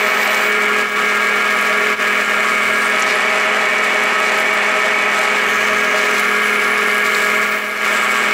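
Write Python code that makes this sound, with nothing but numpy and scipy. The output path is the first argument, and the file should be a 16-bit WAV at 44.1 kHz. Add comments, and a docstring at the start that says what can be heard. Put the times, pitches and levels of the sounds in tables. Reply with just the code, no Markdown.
"""The spindle of a bench drill press rattles in its cast head: three bursts of contacts a turn excite the
machine's resonances, with sine tones locked to the turns. Two spells of feed shorten the bursts.
A motor hums in three harmonics; grainy noise gives the hiss of bearings and the scrape of the bit in wood.
Gliding bands of noise squeal, a sine throbs at two bites a turn, chips tick and crumbs crackle.
A faint room noise lies beneath; the level of the machine sound dips briefly a few times."""
import sys
import numpy as np
from scipy import signal
from scipy.fft import rfft, irfft, next_fast_len
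from scipy.io import wavfile
from scipy.ndimage import uniform_filter1d

SR = 44100
rng = np.random.default_rng(int(sys.argv[2]) if len(sys.argv) > 2 else 0)


def store_wav(level_fs):
    """Save 16-bit WAV to argv[1]."""
    pcm = np.round(np.clip(np.atleast_2d(level_fs), -1, 1) * 32767)
    wavfile.write(sys.argv[1], SR, pcm.T.astype(np.int16))


N = 367353

# Noise of the room: f/Hz, level/dB per Hz
ROOM_SPECTRUM = [(25, -99), (60, -91), (100, -80), (150, -78), (200, -71), (350, -69), (1000, -66),
                 (3000, -72), (6000, -90), (12000, -110)]
# Chips snapping and flying: t/s, level/dB at the onset, f/Hz, width/Hz (each of two filters is twice as wide)
CHIP_TICKS = [(.23, -21, 4300, 1200), (.345, -21, 4500, 3000), (1.612, -26, 11000, 4000),
              (2.995, -24, 7000, 2500), (3.002, -26, 10600, 600), (3.022, -18, 5900, 1300),
              (3.153, -26, 10200, 600), (3.843, -29, 9000, 7000), (4.037, -30, 10000, 5000),
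              (4.2, -30, 9000, 7000), (4.376, -30, 11000, 6040), (4.40, -29, 11000, 6000),
              (4.54, -30, 11000, 6000), (5.19, -26, 5900, 4000), (6.196, -23, 11000, 4000),
              (6.981, -28, 12000, 5000), (7.149, -19.5, 4200, 800)]
# Lips biting harder and thumping the table: start t/s, end t/s, level/dB
HARD_BITES = [(1.816, 2.95, -57.5), (5.35, 5.956, -54.5), (7.0, 7.5, -55)]
# Colour of the hiss of bearings and flutes: f/Hz, relative level/dB
HISS_SPECTRUM = [(2500, -20), (3200, -1), (3700, 1), (4400, -0.5), (5200, -3), (6200, -3), (6800, -5.5),
                 (7300, -2), (8000, -4), (8600, -11.5), (10000, -18), (13000, -40)]
# Colour of the scrape of the lips: f/Hz, relative level/dB
SCRAPE_SPECTRUM = [(6000, -15), (8500, -2), (10000, 0), (11300, 2), (12600, -2.5), (14200, -1.5),
                   (15400, .5)]
# Swells of the hiss, mostly as the bit rubs in the wood: start t/s, end t/s, rise level/dB
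RUBS = [(-.1, .5, 1.5), (5.1, 5.32, 3), (5.894, 6.393, 1), (6.997, 7.35, 1.5), (7.801, 8.496, 1)]
# Early echoes off column, table and bench: delay t/s, gain/1
ECHOES = [(.0017, .14), (.0048, .22), (.0113, -.22), (.019, .25)]
# Squeals of the bit in its hole: start t/s, end t/s, start f/Hz, end f/Hz, relative width/Hz, level/dB
SQUEAL_GLIDES = [(-.1, .46, 14300, 13900, 850, -38), (.385, .54, 14400, 15500, 600, -34),
                 (.84, 1.0, 15800, 15800, 400, -42), (1.5, 1.67, 10100, 10100, 600, -45),
                 (2.15, 2.958, 7200, 8630, 764, -40.5), (3.017, 3.18, 4370, 4360, 1800, -27),
                 (5.4, 5.707, 13300, 13600, 545, -46), (5.42, 6.302, 6380, 6150, 500, -39),
                 (5.75, 5.958, 14600, 15700, 800, -46), (6.05, 7.024, 10800, 10500, 535, -43),
                 (6.846, 8.25, 11800, 11300, 1800, -44), (7.34, 7.69, 15500, 15450, 500, -43),
                 (7.02, 7.5, 7600, 7600, 600, -40.5), (7.847, 8.327, 7750, 7700, 506, -36.5)]
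# Second harmonic of the hum: t/s, level/dB
SECOND_HARMONIC = [(0, -26.5), (.27, -34.5), (.5, -26), (1.1, -27), (1.5, -32), (1.85, -27), (2.3, -31.5),
                   (5.25, -31.5), (5.9, -27.5), (6.3, -28.5), (7.35, -28), (7.7, -30.5), (8.1, -37.5),
                   (8.3, -28.5)]
# Third harmonic of the hum: t/s, relative level/dB
THIRD_HARMONIC = [(0, -27), (.38, -31), (.6, -33), (1.0, -48), (1.7, -29.5), (2.6, -31.5), (3.1, -29),
                  (5.15, -30), (5.35, -34.5), (5.95, -27), (6.2, -48), (6.78, -50), (7.15, -29), (7.4, -27),
                  (7.62, -29), (7.92, -30), (8.33, -46)]
# Rate of the spindle: t/s, f/Hz (turns per second)
SPINDLE_SPEED = [(0, 42.45), (.3, 42.8), (.56, 42.3), (.85, 42.27), (1.15, 41.78), (1.65, 42.33),
                 (2.18, 42.3), (2.62, 41.78), (3.0, 42.7), (4.85, 42.75), (5.25, 43.0), (5.8, 42.1),
                 (6.0, 42.45), (6.4, 42.08), (6.87, 42.12), (7.2, 42.45), (7.75, 42.15), (8.15, 41.55)]
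# Tones of the spindle: multiple of the turn rate/1, relative level/dB running free, the same under load
SPINDLE_LINES = [(1, -67, -65), (3, -64, -65.5), (4, -61, -69), (6, -45.5, -43.5), (9, -52, -43.5),
                 (11, -50, -41.5), (12, -41, -47), (14, -41.5, -46.5), (17, -53, -41.5), (27, -39, -31.5),
                 (30, -31.5, -30.5), (33, -32, -29.5), (36, -38, -39.5), (39, -36, -25.5), (42, -44, -47),
                 (43, -39, -37.5), (50, -43, -47), (51, -29.5, -47), (53, -41, -47), (54, -39, -31)]
# Resonances of head, table and belt guard:
# f/Hz, width/Hz, relative level/dB per Hz running free, relative level/dB per Hz under load
BODY_MODES = [(180.4, 13, -60.5, -61.5), (241, 34, -58, -60.5), (399, 37, -50.5, -54.5),
              (452, 23, -58, -60), (519, 24, -56.5, -55.5), (625, 19.7, -44.5, -49.5),
              (735, 120, -54.5, -59.5), (821, 65, -50, -59), (1023, 105, -50.5, -55.5),
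              (1134.4, 21.3, -46.5, -43), (1235, 24.5, -46.5, -46.5), (1286, 17.6, -41.5, -45.5),
              (1405.5, 29, -53.5, -43.5), (1556, 95, -51.5, -57), (1650, 42, -46.5, -44.5),
              (1738, 25, -51, -47.5), (1805, 41.5, -42.5, -44), (1961, 55, -44.5, -52),
              (2123, 52, -51, -42.5), (2257, 51, -39.5, -41.5), (2460, 21, -45.5, -46),
              (2545, 41, -48, -51), (2750, 41, -52.5, -55), (2853, 28, -49, -51), (3016, 100, -53.5, -53.5),
              (3400, 35, -53, -58.5)]
# Pushes on the feed lever: start t/s, end t/s, load on the bit/1 (1 is full load)
FEED_PUSHES = [(-.2, 0.31, .35), (.35, 3.06, 0.85), (5.27, 6.45, 0.59), (6.03, 7.95, 1.05), (7.5, 9.2, .72)]
# Brief dips in the level of the machine sound: start t/s, end t/s, depth level/dB, fade t/s
LEVEL_DIPS = [(0.822, 0.978, 5.5, 0.067), (1.933, 2.004, 11.5, .035), (2.22, 2.29, 3.8, .035),
              (7.43, 7.573, 2.5, .06), (7.542, 7.848, 6, 0.058)]

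BITE_S, WITHDRAW_S = 0.24, 0.24   # the load builds up and lets go
MOTOR_HZ = 210.02
PLAY_TURNS = .0026   # spread of the spindle's angle when running free
DRIVE_DB = .3   # gain of rattle and spindle tones together
HUM_FREE_DB, HUM_LOADED_DB = -38.5, -34.5   # the motor's fundamental
HISS_FREE_DB, HISS_LOADED_DB = -33, -33.5   # bearings and flutes
SCRAPE_FREE_DB, SCRAPE_LOADED_DB = -41, -39   # lips of the bit
THUMP_FREE_DB, THUMP_LOADED_DB = -66, -59.5
CHIP_DECAY_S = 0.0046
CRUMB_SPREAD_DB = 3.0
CUTOFF_HZ = 15660


def from_db(db):
    """Decibel definition: 20 dB is a factor of ten in amplitude."""
    return 10 ** (np.asarray(db) / 20)


def rms_one(x):
    """Normalization by the root mean square, to rms 1."""
    return x / np.sqrt(np.mean(x ** 2) + 1e-20)


def seconds():
    """Uniform sampling: the time of every sample."""
    return np.arange(N) / SR


def in_time(rows):
    """Linear interpolation of each column of a curve at every sample."""
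    t, *columns = np.transpose(rows)
    return [np.interp(seconds(), t, column) for column in columns]


def swell(start, end, rise_s, fall_s):
    """Trapezoidal envelope: rise, hold and fall between two times, 0-1."""
    t = seconds()
    return np.clip(np.minimum((t - start) / rise_s, (end - t) / fall_s), 0, 1)


def by_load(load, free_db, loaded_db):
    """Linear interpolation in decibels from the free-running to the loaded gain."""
    return from_db(free_db + load * (loaded_db - free_db))


def drift(rate_hz):
    """Low-pass-filtered noise: a smooth random course of rms 1, changing about `rate_hz` times a second."""
    step = 40   # samples between the points of the slow course
    r = np.exp(-2 * np.pi * rate_hz * step / SR)
    noise = rng.standard_normal(N // step + 2002)
    slow = signal.lfilter([1], [1, -2 * r, r * r], noise)[2000:]   # skip the settling of the filter
    return np.interp(np.arange(N) / step, np.arange(len(slow)), rms_one(slow))


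def resonate(x, hz, width):
    """Damped resonator: a pole pair with about unit gain at its peak."""
    r, w = np.exp(-np.pi * width / SR), 2 * np.pi * hz / SR
    return signal.lfilter(np.array([1, 0, -1]) * (1 - r * r) / 2, [1, -2 * r * np.cos(w), r * r], x)


def colour(x, spectrum):
    """Spectral shaping: decibels interpolated over log frequency weight the Fourier bins."""
    hz, db = np.transpose(spectrum)
    size = next_fast_len(N)
    bins = np.maximum(np.fft.rfftfreq(size, 1 / SR), 1)
    gain = from_db(np.interp(np.log(bins), np.log(hz), db))
    return irfft(rfft(x, size) * gain, size)[:N]


def evened(x, span_s, amount):
    """Level compression: slow swells are pulled towards the mean power."""
    power = uniform_filter1d(x * x, int(span_s * SR)) + 1e-20
    return x * (power / power.mean()) ** (-amount / 2)


def grains(spread_db):
    """Granular friction: dense tiny contacts of very uneven size, rms 1."""
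    sizes = np.repeat(rng.standard_normal(N // 24 + 1), 24)[:N]
    return rms_one(rng.standard_normal(N) * from_db(spread_db * np.minimum(sizes, 3)))


def echoed(x):
    """Comb filtering: delayed reflections from nearby hard surfaces interfere with the direct sound."""
    reflections = sum(gain * np.pad(x, (round(delay * SR), 0))[:N] for delay, gain in ECHOES)
    return x + reflections


def feed():
    """Forced loading: the load on the bit follows the strongest push on the lever."""
    return np.max([force * swell(start, end, BITE_S, WITHDRAW_S) for start, end, force in FEED_PUSHES], axis=0)


def level_dips():
    """Amplitude modulation: depth of the brief dips in level, in dB."""
    return sum(depth * swell(start, end, fade, fade) for start, end, depth, fade in LEVEL_DIPS)


def room_noise():
    """Stationary random noise with a prescribed power density."""
    return colour(rng.standard_normal(N), ROOM_SPECTRUM) * np.sqrt(SR / 2)


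def crumbs(per_s=45, level_db=-43.5, decay_s=0.004):
    """Poisson impacts: loose crumbs of wood crackle on the blank and table at random."""
    happens = rng.random(N) < per_s / SR
    sizes = from_db(CRUMB_SPREAD_DB * np.minimum(rng.exponential(1, N), 3)) * happens
    # the tiny offset keeps the filter clear of vanishingly small numbers
    bursts = signal.lfilter([1], [1, -np.exp(-1 / (decay_s * SR))], sizes + 1e-18)
    spectrum = [(2000, -25), (4000, 0), (8000, 0), (11000, -4), (16000, -10)]   # f/Hz, relative level/dB
    crackle = colour(rng.standard_normal(N), spectrum)
    return from_db(level_db) * bursts * rms_one(crackle)


def chips():
    """Exponential decay: each chip gives a short tick of band-limited noise."""
    out, t = np.zeros(N), np.arange(SR // 20) / SR
    for start, db, hz, width in CHIP_TICKS:
        noise = rng.standard_normal(len(t))
        ring = resonate(resonate(noise, hz, 2 * width), hz, 2 * width)
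        at = round(start * SR)
        out[at:at + len(t)] += from_db(db) * rms_one(ring) * np.exp(-t / CHIP_DECAY_S)
    return out


def thump(turns, load, uneven_db=3.5, fade_s=0.093):
    """Periodic forcing: two bites a turn give a low sine throb, stronger under load."""
    hard = sum(from_db(db) * swell(start, end, fade_s, fade_s) for start, end, db in HARD_BITES)
    gain = np.maximum(by_load(load, THUMP_FREE_DB, THUMP_LOADED_DB), hard)
    throb = np.sqrt(2) * np.sin(4 * np.pi * turns)
    return gain * from_db(uneven_db * drift(7)) * throb


def rubbing(turns, load, flicker_db=1.56, pulse_depth=0.064, rub_fade_s=0.051):
    """Friction noise: bearing hiss and the finer scrape of two lips, with crumbs, brightest under load."""
    hiss = by_load(load, HISS_FREE_DB, HISS_LOADED_DB) * rms_one(colour(grains(spread_db=2.5), HISS_SPECTRUM))
    scrape = rms_one(colour(grains(spread_db=2.5), SCRAPE_SPECTRUM))
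    scrape *= by_load(load, SCRAPE_FREE_DB, SCRAPE_LOADED_DB)
    lips = 1 + pulse_depth * np.sin(4 * np.pi * turns)   # two lips pass in each turn
    rub_db = sum(rise * swell(start, end, rub_fade_s, rub_fade_s) for start, end, rise in RUBS)
    friction = (hiss + scrape) * lips * from_db(rub_db + flicker_db * drift(53))
    bright = echoed(friction + crumbs())
    # out of the wood the very top fades
    dull = colour(bright, [(11000, 0), (13200, -2.5), (16000, -7)])   # f/Hz, level/dB
    return dull + np.clip(load, 0, 1) * (bright - dull)


def squeals(turns, flutter_db=2.2, fade_s=0.088, slip_depth=0.4, broaden=2.2):
    """Stick-slip: the bit grips the wall of its hole in gliding narrow-band whistles, chirping twice a turn."""
    t, out = seconds(), np.zeros(N)
    chirp = 1 + slip_depth * np.sin(4 * np.pi * turns + drift(25))
    flutter = from_db(flutter_db * drift(35)) * chirp
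    for start, end, start_hz, end_hz, width, db in SQUEAL_GLIDES:
        on = (t > start) & (t < end)
        r = np.exp(-np.pi * broaden * width / SR)
        slips = signal.lfilter([1], [1, -2 * r, r * r], rng.standard_normal((2, N))[:, on])
        glide_hz = np.interp(t[on], [start, end], [start_hz, end_hz])
        phase = 2 * np.pi * np.cumsum(glide_hz) / SR
        # slow noise on both quadratures becomes a band around the gliding pitch
        whistle = slips[0] * np.cos(phase) + slips[1] * np.sin(phase)
        out[on] += from_db(db) * swell(start, end, fade_s, fade_s)[on] * rms_one(whistle * flutter[on])
    return out


def motor(load, third_db=-2.0, waver_rad=0.23, beat_depth=0.5, flutter_db=.8):
    """Harmonic series: a hum of three partials; the lowest grows under load, the top one beats unevenly."""
    (second,), (third,) = in_time(SECOND_HARMONIC), in_time(THIRD_HARMONIC)
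    beating = 1 + beat_depth * rms_one(resonate(rng.standard_normal(N), hz=9.6, width=6.6))
    fundamental_gain = by_load(load, HUM_FREE_DB, HUM_LOADED_DB)
    gains = fundamental_gain, from_db(second), from_db(third + third_db) * beating
    out = np.zeros(N)
    for k, gain in enumerate(gains, 1):
        phase = 2 * np.pi * (k * MOTOR_HZ * seconds() + rng.random()) + k * waver_rad * drift(7.4)
        out += gain * from_db(flutter_db * drift(3.1)) * np.sin(phase)
    return np.sqrt(2) * out


def spindle_tones(turns, load, flutter_db=1.84):
    """Phase modulation: lines locked to the spindle, the high ones blurred by play in the drive."""
    angle = turns + PLAY_TURNS * (1 - .5 * load) * drift(15)
    out = np.zeros(N)
    for multiple, free_db, loaded_db in SPINDLE_LINES:
        gain = by_load(load, free_db, loaded_db) * from_db(flutter_db * drift(8.6))
        out += gain * np.sin(2 * np.pi * (multiple * angle + rng.random()))
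    return np.sqrt(2) * out


def rattle(turns, load, free_decay=0.47, loaded_decay=0.28, lopsided=0.044, repeat_share=0.092,
           top_hz=3400, level_db=-1.0):
    """Modal excitation: three bursts of contacts a turn ring the machine's resonances."""
    # feed pressure takes up the play and makes each burst shorter (decay in parts of its cycle)
    decay = np.maximum(free_decay + load * (loaded_decay - free_decay), .05)
    knocks = np.exp(-(3 * turns % 1) / decay) / np.sqrt(decay)
    knocks = rms_one(knocks * (1 + lopsided * np.cos(2 * np.pi * turns)))
    # the same worn spots meet again on every turn; the rest is loose play
    turn_size = int(N / turns[-1])
    worn = rms_one(irfft(np.exp(2j * np.pi * rng.random(turn_size // 2 + 1))))
    repeating = np.sqrt(repeat_share) * np.interp(turns % 1, np.linspace(0, 1, len(worn)), worn)
    out = np.zeros(N)
    for k, (hz, width, free_db, loaded_db) in enumerate(BODY_MODES):
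        loose = np.sqrt(1 - repeat_share) * rng.standard_normal(N)
        force = knocks * (repeating * (-1) ** k + loose)   # neighbouring modes get opposite signs
        # slow swells of each resonance are evened out, so the rattle keeps a steady level
        ring = rms_one(evened(resonate(force, hz, width), span_s=0.014, amount=0.2))
        bandwidth_gain = np.sqrt(np.pi * width / 2)   # from density per Hz to level
        out += ring * bandwidth_gain * by_load(load, level_db + free_db, level_db + loaded_db)
    # the casting radiates neither deep bass nor treble
    out = signal.sosfilt(signal.butter(4, top_hz, fs=SR, output="sos"), out)
    return signal.sosfilt(signal.butter(4, 150, "high", fs=SR, output="sos"), out)


def scene(hum_dip_share=0.93, hiss_dip_share=0.83):
    """Superposition: sources share spindle angle and load; hum and hiss dip along with the rattle."""
    (speed,), load, dip_db = in_time(SPINDLE_SPEED), feed(), level_dips()
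    turns = np.cumsum(speed) / SR
    background = room_noise() + chips() + thump(turns, load)
    friction = rubbing(turns, load) * from_db(-hiss_dip_share * dip_db) + squeals(turns)
    hum = motor(load) * from_db(-hum_dip_share * dip_db)
    drive = evened(rattle(turns, load) + spindle_tones(turns, load), span_s=0.032, amount=0.9)
    return (background + friction + hum + drive * from_db(DRIVE_DB - dip_db))[None]


def record(dry):
    """Saturation and low-pass filtering: the highest peaks are rounded and the top is cut steeply."""
    rounded = dry / (1 + (dry / .8) ** 8) ** (1 / 8)
    return signal.sosfilt(signal.ellip(12, .1, 90, CUTOFF_HZ, fs=SR, output="sos"), rounded)


dry = scene()
out = record(dry)
store_wav(out)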